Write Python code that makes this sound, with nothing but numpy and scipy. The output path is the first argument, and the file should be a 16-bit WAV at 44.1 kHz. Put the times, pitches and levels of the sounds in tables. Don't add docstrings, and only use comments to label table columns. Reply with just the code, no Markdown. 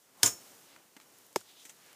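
import sys
import numpy as np
from scipy import signal
from scipy.fft import rfft, irfft, next_fast_len
from scipy.io import wavfile

SR = 44100
rng = np.random.default_rng(int(sys.argv[2]) if len(sys.argv) > 2 else 0)


def materialize(psi):
    bounded = np.clip(np.atleast_2d(psi).T, -1, 1)
    quanta = np.round(bounded * 32767).astype(np.int16)
    wavfile.write(sys.argv[1], SR, quanta)


N = 85995

# frequency in Hz, relative gain in dB.
AIR_LOW = [(20, -22), (50, -21.5), (80, -17.5), (120, -6), (270, -2), (480, -2.5), (850, -4.5),
           (3000, -10.5), (4000, -32)]
AIR_HISS = [(1760, -48), (3000, -4.5), (4430, -3), (6780, -0.5), (11000, -4.5), (15000, -4.5)]
# time in seconds, low noise level in dB, hiss level in dB.
AIR_LEVELS = [(0, -72, -65.5), (.13, -67.5, -66), (.22, -62.5, -58.5), (.47, -61, -56.5),
              (.64, -64.5, -59.5), (.74, -61.5, -64.5), (.9, -69.5, -65), (1.05, -66, -63.5),
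              (1.16, -65, -61.5), (1.3, -67, -62.5), (1.78, -67, -62), (1.95, -64.5, -64)]
# peak time in seconds, level in dB, length in seconds, centre in Hz,
# half-width in octaves.
RUSTLES = [(0.208, -60, 0.074, 950, 0.37), (0.719, -63, 0.13, 3700, 0.89), (1.498, -61, 0.1, 3600, 0.64),
           (1.6, -59.5, 0.097, 3420, 0.37), (1.646, -59.5, 0.13, 6450, 0.63),
           (1.88, -61.5, 0.22, 1830, 1.5)]
# start in seconds, level in dB.
SNAP_CONTACTS = [(.2314, -14), (0.23203, -14), (0.2337, -16.5)]
REBOUND_CONTACTS = [(.2609, -13), (.2641, -17)]
# frequency in Hz, level in dB, T60 (time to fall by 60 dB) in seconds.
PART_MODES = [(1444, -28.5, 0.078), (3113, -33.5, 0.14), (4905, -33, 0.17), (5500, -34, 0.14),
              (6330, -26, 0.077), (6540, -37.5, .16), (8860, -27.5, .09)]
PING_MODE = [(5418, -30.5, .32)]
PANEL_MODES = [(112.8, -39, 0.23), (288.6, -37.5, .17), (336.5, -42, .28), (443, -37.5, 0.21),
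               (696, -40, 0.26), (953, -33.5, 0.13), (1223, -40, 0.24)]
REBOUND_MODES = [(6072, -42, .16), (6330, -35, 0.17), (6820, -28, 0.15), (6870, -33, .13),
                 (7090, -36, 0.18), (7208, -33.5, 0.11)]
# frequency in Hz, T60 in seconds.
ROOM_T60 = [(100, 0.31), (400, 0.37), (1500, 0.23), (7000, 0.23), (15000, 0.28)]
# start in seconds, level in dB, T60 in seconds, tilt in dB per octave.
TICKS = [(0.7631, -48.5, 0.016, -2.5), (0.9658, -48.5, 0.044, 0), (1.0007, -49, 0.017, -0.5),
         (1.012, -56, 0.073, 1), (1.186, -44, 0.0061, 15.5), (1.2667, -45, .008, 17),
         (1.3288, -52, .008, 7), (1.4065, -50, 0.015, 6), (1.412, -52.5, 0.029, 1), (1.8638, -51, .008, 7),
         (1.93, -49, 0.013, 3)]
# start in seconds, level in dB.
TAPS = [(0.9653, -46), (0.9696, -48)]
# frequency in Hz, level in dB relative to the tap, T60 in seconds.
GRIP_MODES = [(315, 0, 0.031), (910, -4, 0.015), (2083, -10, 0.044)]
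# frequency in Hz, level in dB, then T60, lag and rise in seconds.
BODY_MODES = [(196, -45.5, 0.098, 0.0011, 0.0024), (366, -13.5, 0.024, 0.0016, 0.0019),
              (586, -11, 0.011, 0.00056, 0.00092), (895, -14, 0.013, 0.00019, 0.0011),
              (1000, -15, .01, 0.00021, 0.00039), (1330, -27.5, 0.016, 0.00039, 0.0011),
              (1710, -25, 0.014, 0.00023, 0.00025), (2220, -20.5, 0.011, 0.00045, 0.00092)]
# start in seconds, level in dB.
CLACKS = [(1.651, -45), (1.6935, -45)]
# frequency in Hz, relative gain in dB.
SNAP_SPECTRUM = [(30, -62), (130, -27.5), (450, -11.5), (1000, -14), (1200, -25), (1430, -5), (2200, -10.5),
                 (2550, -14.5), (3150, 3), (3500, -5.5), (4300, -4.5), (4880, -3.5), (5200, -4), (5550, 3),
                 (5800, -4.5), (6250, 2.5), (6550, -4.5), (7150, 2), (7550, -8), (8800, -3), (10600, -9),
                 (11200, -24.5), (11900, -10), (15500, -16.5)]
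ROOM_SPECTRUM = [(45, -39), (78, -9), (120, -2), (190, -9.5), (350, -4.5), (700, -11), (1400, -6),
                 (4200, -9), (5500, -2), (6800, 5), (7900, 0), (9000, -1), (11500, -10), (15000, -7.5)]
REBOUND_SPECTRUM = [(1000, -40), (5000, -40.5), (6200, -12), (6900, 5.5), (7300, -13.5), (7900, -23),
                    (11000, -34), (15500, -30.5)]
TICK_SPECTRUM = [(60, -60), (350, 0.5), (2000, 4.5), (4500, -3.5), (7000, -1.5), (15000, -13.5)]
KNOCK_SPECTRUM = [(50, -36), (200, 0.5), (1500, -9), (2800, -4.5), (4000, -3.5), (5300, 1.5), (6200, -2),
                  (7100, 5), (8000, -1.5), (10000, -7.5), (15500, -11)]
CLACK_SPECTRUM = [(50, -36), (150, 0.5), (1000, -6), (2100, 3.5), (3300, -0.5), (5000, -7), (6200, 5),
                  (8200, 3.5), (11000, -7.5), (15000, -8.5)]

SNAP_S, KNOCK_S, ROOM_RISE_S = SNAP_CONTACTS[0][0], 1.3597, 0.00315
FFT_SIZE = 2 * next_fast_len(N)
FREQS_HZ = np.fft.rfftfreq(FFT_SIZE, 1 / SR)


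def amp(db):
    return 10 ** (np.asarray(db) / 20)


def curve(points, hz=FREQS_HZ):
    point_hz, values = np.transpose(points)
    return np.interp(np.log(hz + 1), np.log(point_hz + 1), values)


def colour(x, db):
    gain = np.maximum(amp(db), 1e-6)
    gain /= np.sqrt(np.mean(gain ** 2))
    cepstrum = irfft(np.log(gain))
    cepstrum[1:FFT_SIZE // 2] *= 2
    cepstrum[FFT_SIZE // 2 + 1:] = 0
    return irfft(rfft(x, FFT_SIZE) * np.exp(rfft(cepstrum)), FFT_SIZE)[:N]


def low_cut(x, hz):
    return signal.sosfilt(signal.butter(2, hz, 'highpass', fs=SR, output='sos'), x)


def since(start):
    return np.maximum(np.arange(N) / SR - start, 0)


def envelope(start, t60, rise):
    t = since(start)
    return np.exp(-np.log(1000) * t / t60) * (1 - np.exp(-t / rise))


def burst(start, t60, rise=0.0001, crack=0):
    x = rng.standard_normal(N) * envelope(start, t60, rise)
    x[round(start * SR)] += 2 * crack
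    return x


def ring(start, hz, t60, rise):
    return np.sin(2 * np.pi * hz * since(start)) * envelope(start, t60, rise)


def air():
    times, low_db, hiss_db = np.transpose(AIR_LEVELS)
    return sum(amp(np.interp(since(0), times, db)) * colour(rng.standard_normal(N), curve(spectrum))
               for db, spectrum in [(low_db, AIR_LOW), (hiss_db, AIR_HISS)])


def rustles():
    out = np.zeros(N)
    for peak, db, length, centre_hz, half_width in RUSTLES:
        swell = np.exp(-(2 * (since(0) - peak) / length) ** 2)
        octaves = np.log2((FREQS_HZ + 1) / centre_hz)
        band_db = -20 * np.log10(1 + (octaves / half_width) ** 2)
        out += amp(db) * swell * colour(rng.standard_normal(N), band_db)
    return out


def snap():
    slip = amp(-38) * burst(SNAP_S - 0.0077, t60=0.14, rise=0.0061)
    blows = sum(amp(db) * burst(start, t60=0.022, crack=3.16) for start, db in SNAP_CONTACTS)
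    modes = sum(amp(db) * ring(SNAP_S + rng.uniform(0, 0.00102), hz, t60, rise=0.0017)
                for hz, db, t60 in PART_MODES + PING_MODE + PANEL_MODES)
    return colour(slip + blows, curve(SNAP_SPECTRUM)) + modes


def reverberation():
    hz, t, bands = signal.stft(rng.standard_normal(N), SR, nperseg=256)
    decay = np.exp(-np.log(1000) * np.maximum(t - SNAP_S, 0) / curve(ROOM_T60, hz)[:, None])
    build_up = 1 - np.exp(-since(SNAP_S) / ROOM_RISE_S)
    tail = signal.istft(bands * decay, SR, nperseg=256)[1][:N] * build_up
    walls = burst(SNAP_S + 0.0224, t60=0.11, rise=0.0072)
    return colour(amp(-23.5) * tail + amp(-17) * walls, curve(ROOM_SPECTRUM))


def rebound():
    first = REBOUND_CONTACTS[0][0]
    blows = sum(amp(db) * burst(start, t60=0.012, rise=0.0006) for start, db in REBOUND_CONTACTS)
    chinks = sum(amp(db + 18) * ring(start, hz=6930, t60=0.005, rise=0.0015)
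                 for start, db in REBOUND_CONTACTS)
    echo = amp(-35.5) * burst(first, t60=0.27, rise=ROOM_RISE_S)
    modes = sum(amp(db) * ring(first + rng.uniform(0, 0.00095), hz, t60, rise=0.001)
                for hz, db, t60 in REBOUND_MODES)
    return colour(blows + echo, curve(REBOUND_SPECTRUM)) + chinks + modes


def ticks():
    octaves = np.log2(np.maximum(FREQS_HZ, 200) / 1000)
    return sum(amp(db) * colour(burst(start, t60, crack=2.5), curve(TICK_SPECTRUM) + tilt * octaves)
               for start, db, t60, tilt in TICKS)


def taps():
    modes = sum(amp(tap_db + mode_db) * ring(start, hz, t60, rise=0.00046)
                for start, tap_db in TAPS for hz, mode_db, t60 in GRIP_MODES)
    return low_cut(modes, hz=190)


def knock():
    body = sum(amp(db) * ring(KNOCK_S + lag, hz, t60, rise) for hz, db, t60, lag, rise in BODY_MODES)
    antiresonance = signal.iirnotch(729, Q=5.4, fs=SR)
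    body = signal.lfilter(*antiresonance, low_cut(body, hz=270))
    touch = amp(-38) * burst(KNOCK_S - 0.0012, t60=0.02, rise=0.00025)
    crack = amp(-26.5) * burst(KNOCK_S + 0.0007, t60=0.01, crack=4.6)
    near_wall = amp(-31.5) * burst(KNOCK_S + 0.0039, t60=0.024)
    echo = amp(-46) * burst(KNOCK_S, t60=0.2, rise=0.0019)
    room_mode = amp(-54.5) * ring(KNOCK_S, hz=105, t60=0.15, rise=0.0099)
    return body + room_mode + colour(touch + crack + near_wall + echo, curve(KNOCK_SPECTRUM))


def clacks():
    blows = sum(amp(db) * burst(start, t60=0.083, rise=0.0012) for start, db in CLACKS)
    return colour(blows, curve(CLACK_SPECTRUM))


def scene():
    latch = snap() + reverberation() + rebound()
    return (air() + rustles() + latch + ticks() + taps() + knock() + clacks())[None]


def record(dry):
    cutoff_hz = 15330
    attenuation = 1 + (FREQS_HZ / cutoff_hz) ** 400
    return irfft(rfft(dry, FFT_SIZE) / attenuation, FFT_SIZE)[:, :N]


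dry = scene()
out = record(dry)
materialize(out)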